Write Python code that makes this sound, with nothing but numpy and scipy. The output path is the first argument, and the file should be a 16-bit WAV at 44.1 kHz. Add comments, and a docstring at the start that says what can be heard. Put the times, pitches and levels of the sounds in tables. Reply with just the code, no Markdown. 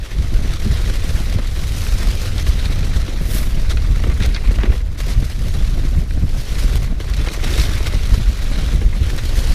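"""On a leafy mountain trail, a bike runs fast downhill, heard from a camera on the rider's chest.
The head wind buffets the microphone all the way, in low swirls that break up into flutter.
Twigs snap, the chain slaps the frame, the wheels knock on roots and stones, and cables rattle.
The tyres crush dry leaves and grit: a crunch of tiny clicks that swells in skids and drops in hops."""
import sys
import numpy as np
from scipy import signal
from scipy.fft import rfft, irfft, next_fast_len
from scipy.io import wavfile
from scipy.ndimage import uniform_filter1d, map_coordinates

SR = 44100
rng = np.random.default_rng(int(sys.argv[2]) if len(sys.argv) > 2 else 0)


def waveform_to_disk(signal):
    """Save audio, clipped to [-1, 1], as 16-bit WAV at the path in sys.argv[1]."""
    frames = np.transpose(np.atleast_2d(signal))
    scaled = np.clip(frames, -1, 1) * 32767
    samples = np.round(scaled).astype(np.int16)
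    wavfile.write(sys.argv[1], SR, samples)


N = 420713


def amp(db):
    """Turn decibels into a gain to multiply by."""
    return 10 ** (np.asarray(db) / 20)


def unit(x):
    """Scale a signal to an average (rms) level of 1."""
    return x / np.sqrt(np.mean(x ** 2) + 1e-20)


def curves(rows):
    """Join a table's rows with straight lines: one curve for each column after the time."""
    times, *columns = np.transpose(rows)
    return [np.interp(np.arange(N) / SR, times, column) for column in columns]


def wobble(rate):
    """A smooth curve through `rate` random values a second."""
    values = rng.standard_normal(int(N * rate / SR) + 4)
    return map_coordinates(values, [np.arange(N) * rate / SR])


def filtered(x, response):
    """Multiply each frequency in x by response(frequency)."""
    size = next_fast_len(len(x) + 8192)
    return irfft(rfft(x, size) * response(np.fft.rfftfreq(size, 1 / SR)), size)[:len(x)]


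def coloured(x, tone):
    """Shape x with a table of (frequency [Hz], level [dB]), then scale it to level 1."""
    freqs, db = np.transpose(tone)
    gain = lambda hz: amp(np.interp(np.log(hz + 1), np.log(freqs), db, left=-120, right=-120))
    return unit(filtered(x, gain))


def ring(x, modes):
    """Let x shake an object that rings at a few pitches; little passes above the highest."""
    edge_hz = 0.85 * modes[-1][0]

    def response(f):
        body = sum((-1) ** k * amp(db) * 1j * f * width / (hz * hz - f * f + 1j * f * width)
                   for k, (hz, width, db) in enumerate(modes))
        return body / (1 + 1j * np.sqrt(2) * f / edge_hz - (f / edge_hz) ** 2)
    return filtered(x, response)


def clicks(rate, spread_db):
    """Random clicks, about `rate` a second; more spread makes their sizes more uneven."""
    chance, size = rng.random(N), rng.standard_normal(N)
    return (chance < rate / SR) * amp(spread_db * np.clip(size, -2, 2)) * rng.choice([-1, 1], N)


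def burst(t60, tail_db, tail_t60):
    """A hard hit, then weaker chatter; each t60 is the seconds taken to fade by 60 dB."""
    t = np.arange(SR // 5) / SR
    return rng.standard_normal(len(t)) * (amp(-60 * t / t60) + amp(tail_db - 60 * t / tail_t60))


def jolts(rate, life_s, spread_db):
    """A loudness curve of small bumps: each starts at once and dies away."""
    t = np.arange(SR // 5) / SR
    return unit(signal.fftconvolve(np.abs(clicks(rate, spread_db)), np.exp(-t / life_s))[:N])


def add(track, s, db, sound):
    """Mix a sound in at s seconds, with its peak at db."""
    part = track[max(0, round(s * SR)):][:len(sound)]
    part += amp(db) * sound[:len(part)] / np.abs(sound).max()


# the deep tone of wind on the microphone: (frequency [Hz], level [dB])
BUFFET_TONE = [(8, -24), (15, 0.5), (27, 2.5), (42, 0), (60, -3.5), (85, -8.5), (120, -14.5), (170, -26),
               (280, -38.5)]
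def eddies():
    """Small swirls of air follow one another, each about as strong as the last."""
    rumble = coloured(rng.standard_normal(N), BUFFET_TONE)
    strength = np.sqrt(np.abs(uniform_filter1d(rumble ** 2, size=2200)))
    return unit(rumble / (uniform_filter1d(strength, size=900) + 0.16))


# how hard the head wind blows: (time [s], level [dB])
WIND_STRENGTH = [(0, -22), (.6, -18), (1.5, -20.5), (2.25, -20), (2.9, -17.5), (3.15, -19.5), (3.7, -16),
                 (4.85, -20.5), (5.85, -17), (6.5, -18), (7.35, -19), (8.2, -18), (9.1, -19), (9.54, -17)]
# the wind lets go of the microphone for a moment: (time [s], level change [dB])
WIND_LULLS = [(.08, -14), (.58, -6), (1.78, 0), (2.24, -2), (3.1, -4.5), (4.39, -3.5), (4.96, -6.5),
              (5.31, -7.5), (6.07, -5.5), (6.46, -10), (7.02, -7), (7.33, -10), (7.9, -1.5), (8.36, -7),
              (9.2, -3)]
# the tone of fluttering air: (frequency [Hz], level [dB])
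FLUTTER_TONE = [(80, -14), (135, 3.5), (185, 1), (250, -2.5), (320, -7.5), (450, -16), (640, -14.5),
                (850, -24.5), (1500, -25), (4000, -37)]
def wind(lull_s=0.041, flutter_db=-15):
    """Eddies push on the microphone, easing in each lull; the harder pushes flutter more."""
    strength_db, = curves(WIND_STRENGTH)
    t = np.arange(N) / SR
    lull_db = sum(db * np.exp(-((t - s) / lull_s) ** 2) for s, db in WIND_LULLS)
    push = eddies()
    breakup = unit((1 + np.abs(push)) * amp(3.16 * wobble(45) + 1.77 * wobble(12)))
    flutter = breakup * coloured(rng.standard_normal(N), FLUTTER_TONE)
    return amp(strength_db + lull_db) * (amp(3.0) * push + amp(flutter_db) * flutter)


# the strongest swirls to hit the microphone: (time [s], level [dB], frequency [Hz])
BIG_SWIRLS = [(.201, -6.5, 60), (0.357, -5, 35.7), (0.502, -6.5, 41.2), (0.663, -6, 103), (.71, -1.5, 55),
              (.901, -4.5, 41.4), (1.149, -5.5, 36.8), (1.36, -4.5, 79), (1.94, -3, 43),
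              (2.091, -3.5, 38.4), (2.5, -4, 49.4), (2.968, -2, 44), (3.913, -3.5, 53.3), (4.091, -7.5, 68),
              (4.214, -6.5, 80), (4.278, -3, 48.5), (4.49, -1, 41), (4.599, -8, 50), (4.7, -1, 52.4),
              (5.188, -3, 42), (5.632, -4, 42), (5.98, -4, 68), (6.241, -6, 82), (6.651, -3.5, 47.3),
              (6.758, -10, 52.7), (7.198, -4.5, 50), (7.601, -1, 49.3), (7.948, -4, 38), (8.13, -2.5, 47),
              (8.29, -4.5, 50.7), (8.749, -3, 58), (8.859, -2, 47), (9.021, -6, 62), (9.388, -5.5, 58),
              (9.5, -5, 40)]
def swirls(fray_db=-24.5, fray_db_per_octave=11, typical_hz=50):
    """A passing swirl briefly pushes and pulls; its core frays into flutter, more so if it is fast."""
    track, fray = np.zeros(N), np.zeros(N)
    t = np.arange(-SR // 10, SR // 10) / SR
    fray_tone = [(80, -37), (135, 3.5), (260, -9), (450, -19.0), (1000, -54)]
    flutter = coloured(rng.standard_normal(N), fray_tone)
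    for s, db, hz in BIG_SWIRLS:
        cycles = hz * t
        turn = 2 * np.pi * (cycles + rng.random())
        core = np.exp(-(cycles / 0.8) ** 2)
        steepening = 0.49 * core * np.sin(turn + 2 * np.pi * rng.random())
        add(track, s + t[0], db - 2.0, core * np.cos(turn + steepening))
        flutter_db = db + fray_db + fray_db_per_octave * np.log2(hz / typical_hz)
        add(fray, s + t[0], flutter_db, np.exp(-(t / 0.021) ** 2))
    return track + fray * flutter


# the tone of flying leaves: (frequency [Hz], level [dB])
SWISH_TONE = [(1500, -2), (4000, 2), (8000, -1), (11000, 4), (13000, 2), (15500, -4)]
def leaf_swish(at_s=3.355, top_db=-29.5, rise_db_per_s=134, fall_db_per_s=122):
    """Loose leaves sweep past in a dense, high hiss that swells and fades."""
    t = np.arange(N) / SR - at_s
    db = top_db + np.minimum(rise_db_per_s * t, -fall_db_per_s * t)
    return amp(db) * coloured(clicks(rate=5800, spread_db=6.5), SWISH_TONE)


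# twigs break: (time [s], level [dB])
TWIG_SNAPS = [(2.381, -21), (4.261, -11.5), (6.7563, -9), (7.002, -22), (7.1, -16), (7.338, -14),
              (9.164, -13)]
def twig_snaps():
    """Dry twigs break with a very short crack, its highest treble softened."""
    track = np.zeros(N)
    for s, db in TWIG_SNAPS:
        crack = burst(t60=0.011, tail_db=-17, tail_t60=.03)
        add(track, s, db - 5, filtered(crack, lambda hz: 1 / (1 + 1j * hz / 7000)))
    return track


# how the chain rings: (pitch [Hz], width [Hz], level [dB]); a wider ring dies sooner
CHAIN_RING = [(1450, 380, -13), (1960, 320, -6.5), (2440, 180, -0.5), (3690, 640, 3.5), (4330, 590, 5),
              (5600, 1400, 0)]
# the chain hits the frame: (time [s], level [dB], brightness [dB per octave])
CHAIN_SLAPS = [(1.866, -19, -16), (2.38, -15, 1), (2.469, -22, -11), (2.6556, -12.5, -7),
               (2.8283, -20, -10), (3.771, -16, -12), (4.2036, -18, -19), (4.2227, -15.5, -6),
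               (4.2337, -13.5, -1), (4.346, -13.5, -6), (4.3625, -12.5, -10), (6.1082, -21, -15),
               (6.5535, -17, -5), (7.1362, -18, -2), (7.285, -13, -10), (7.538, -13, -3), (7.5975, -10, -1),
               (7.615, -13, -6), (7.861, -20, -6), (9.188, -17, -20)]
def chain_slaps():
    """The chain strikes the frame and chatters, each slap with its own brightness."""
    track = np.zeros(N)
    for s, db, brightness in CHAIN_SLAPS:
        modes = [(hz, width, level + brightness * np.log2(hz / 3000) + 2 * rng.standard_normal())
                 for hz, width, level in CHAIN_RING]
        contact = burst(t60=.02, tail_db=-14, tail_t60=.07)
        add(track, s, db - 3.0, ring(contact, modes))
    return track


# how the frame rings: (pitch [Hz], width [Hz], level [dB])
FRAME_RING = [(650, 330, -5.5), (1156, 130, -4), (1840, 620, -6.5), (2430, 71, -5), (2920, 680, -10)]
# how the fork that holds the front wheel rings: (pitch [Hz], width [Hz], level [dB])
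FORK_RING = [(193, 52, -0.5), (297, 150, -0.7), (493, 294, -1.6)]
# the wheels strike roots and stones: (time [s], level [dB], amount of thud [dB])
WHEEL_KNOCKS = [(0.332, -23, 18), (1.386, -17, 8), (2.467, -16, -8), (3.079, -20.5, 5), (4.038, -15.5, 1),
                (4.068, -15.5, 12), (4.509, -15.5, 5), (4.586, -16.5, -8), (4.634, -8.5, 4),
                (4.655, -17, -10), (4.701, -16, 12), (4.72, -18, -1), (6.753, -19, 4), (7.001, -16, 4),
                (7.273, -14, 2), (7.519, -18, 16), (8.141, -20, 8), (8.815, -17, 6)]
def wheel_knocks():
    """A blow on the wheel clacks in the frame and thuds in the fork."""
    track = np.zeros(N)
    for s, db, thud_db in WHEEL_KNOCKS:
        blow = burst(t60=.02, tail_db=-10, tail_t60=.12)
        thud = amp(thud_db + 5.5) * ring(blow, FORK_RING)
        add(track, s, db - 3.0, ring(blow, FRAME_RING) + thud)
    return track


# the bike hops off the ground: (take-off [s], touch-down [s])
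BIKE_HOPS = [(4.77, 4.975), (6.85, 7.008)]
def airborne(lift_s=0.051, land_s=0.0044):
    """0 on the ground, 1 in the air: the tyres lift off gradually and land suddenly."""
    t = np.arange(N) / SR
    return sum(np.clip((t - up) / lift_s, 0, 1) * np.clip((down - t) / land_s, 0, 1)
               for up, down in BIKE_HOPS)


# how rough the trail is: (time [s], rattle level [dB])
ROUGHNESS = [(0, -50), (.6, -44.5), (3.3, -46.5), (4.1, -41), (4.65, -39), (4.85, -44), (6.1, -49.5),
             (6.9, -44.5), (7.5, -36.5), (8.2, -44), (9.54, -45.5)]
# how cables and levers ring: (pitch [Hz], width [Hz], level [dB])
CABLE_RING = [(1230, 590, -4.5), (1855, 175, 2), (2090, 420, 0), (2840, 200, -16), (3900, 400, -10)]
def rattle(hop_db=-6):
    """Rough ground keeps cables and levers chattering and the fork drumming, less so in a hop."""
    rough_db, = curves(ROUGHNESS)
    shaken = lambda rate, life_s: jolts(rate, life_s, spread_db=0.0) * rng.standard_normal(N)
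    chatter = unit(ring(shaken(rate=130, life_s=0.0067), CABLE_RING))
    drumming = unit(ring(shaken(rate=70, life_s=0.0035), FORK_RING))
    return amp(rough_db + hop_db * airborne()) * (chatter + amp(2.0) * drumming)


# a tyre digs in on a bump or in a turn: (time [s], length [s], boost [dB], leaf change [dB])
TYRE_SKIDS = [(2.4, 0.034, 2.5, -2), (2.488, 0.047, 1, 9), (2.656, 0.036, 8, -1), (2.967, 0.065, 4.5, -1),
              (3.37, 0.09, 6.5, -1), (3.712, .04, 9.5, -1), (4.245, 0.074, 9.5, -8),
              (4.352, 0.026, 5.5, -9), (5.005, 0.035, 6, 1), (5.108, 0.055, 6.5, 0), (6.385, 0.03, 3.5, 3),
              (6.764, 0.026, 3, 5), (7.34, 0.037, 6.5, 2), (7.459, 0.095, 6.5, -2), (7.536, 0.05, 3.5, 4),
              (7.614, .08, 8, 4), (7.87, 0.028, 7.5, -2), (8.145, 0.047, 5.5, 3.5), (8.428, 0.021, 7, -3),
              (8.536, 0.035, 6.5, -8), (8.656, 0.18, 4.5, -1)]
def skids(rise_share=0.48, fall_share=0.54):
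    """How many dB the crunch and its leaves change as a tyre digs in and lets go."""
    t = np.arange(N) / SR
    crunch_db, leaves_db = np.zeros(N), np.zeros(N)
    for s, length, boost_db, leaf_db in TYRE_SKIDS:
        near = np.abs(t - s) < 2 * length
        width_s = length * np.where(t[near] < s, rise_share, fall_share)
        swell = np.exp(-((t[near] - s) / width_s) ** 2)
        crunch_db[near] += boost_db * swell
        leaves_db[near] += leaf_db * swell
    return crunch_db, leaves_db


def patchy(x, depth_db):
    """Shift the tone from moment to moment, as each patch of ground sounds different."""
    spectra = signal.stft(x, nperseg=512)[2]
    patches = uniform_filter1d(rng.standard_normal(spectra.shape), size=5, axis=0)  # blur in pitch
    patches = uniform_filter1d(patches, size=5, axis=1)  # blur in time
    return unit(signal.istft(spectra * amp(depth_db * unit(patches)), nperseg=512)[1][:N])


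# rolling, louder with speed and loose ground: (time [s], level [dB], leaf cover [dB])
ROLLING = [(0, -40, -2), (.75, -32, -1), (1.2, -33.5, 3), (1.38, -35.5, -3), (1.72, -35, 5.5),
           (2.2, -31.5, 1), (2.85, -34.5, -2.5), (3.6, -37, -0.5), (4.65, -39, 0), (5.15, -38, 2.5),
           (5.85, -37.5, 0.5), (6.1, -43, 2.5), (6.58, -32.5, 1.5), (7.05, -37, -2), (7.55, -32, -1.5),
           (8.05, -34, -0.5), (8.9, -37.5, -1), (9.4, -30.5, 1)]
# the tone of crushed grit: (frequency [Hz], level [dB])
GRIT_TONE = [(250, 3), (500, 3), (950, -5), (1300, -1.5), (1650, -1), (2100, -1), (2800, -2), (3900, -0.5),
             (4900, -6.5), (5700, -6), (7000, -13), (10000, -16), (15000, -37)]
# the tone of crushed dry leaves: (frequency [Hz], level [dB])
LEAF_TONE = [(2500, -16), (4500, 5.5), (6200, 3.5), (8300, -1.5), (10000, -1), (12000, -1), (14000, -6),
             (15500, -11.5)]
def tyres(hop_db=-7.5, grit_db=-1, leaf_db=-8.5):
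    """The tread crushes grit and leaves in clumps, harder on bumps and in skids, less in a hop."""
    rolling_db, cover_db = curves(ROLLING)
    skid_db, thrown_db = skids()
    crunch_db = rolling_db + skid_db + hop_db * airborne()
    bumps = (3.0 + jolts(rate=60, life_s=0.0039, spread_db=1.5)) * amp(0.96 * wobble(24))
    load = lambda: bumps * amp(1.08 * wobble(70))
    grit = patchy(load() * coloured(clicks(rate=6000, spread_db=0.5), GRIT_TONE), depth_db=2.0)
    leaves = patchy(load() * coloured(clicks(rate=12000, spread_db=3), LEAF_TONE), depth_db=1.7)
    return amp(crunch_db) * (amp(grit_db) * grit + amp(leaf_db + cover_db + thrown_db) * leaves)


def scene():
    """Wind and bike, both close to the one microphone."""
    air = wind() + swirls()
    bike = tyres() + rattle() + leaf_swish() + chain_slaps() + wheel_knocks() + twig_snaps()
    return (air + bike)[None]


def record(dry):
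    """The camera rounds off the highest peaks and cuts the very top of the treble."""
    ceiling, top_hz = .95, 15400
    rounded = dry[0] / (1 + np.abs(dry[0] / ceiling) ** 8) ** (1 / 8)
    return filtered(rounded, lambda hz: hz < top_hz)[None]


dry = scene()
out = record(dry)
waveform_to_disk(out)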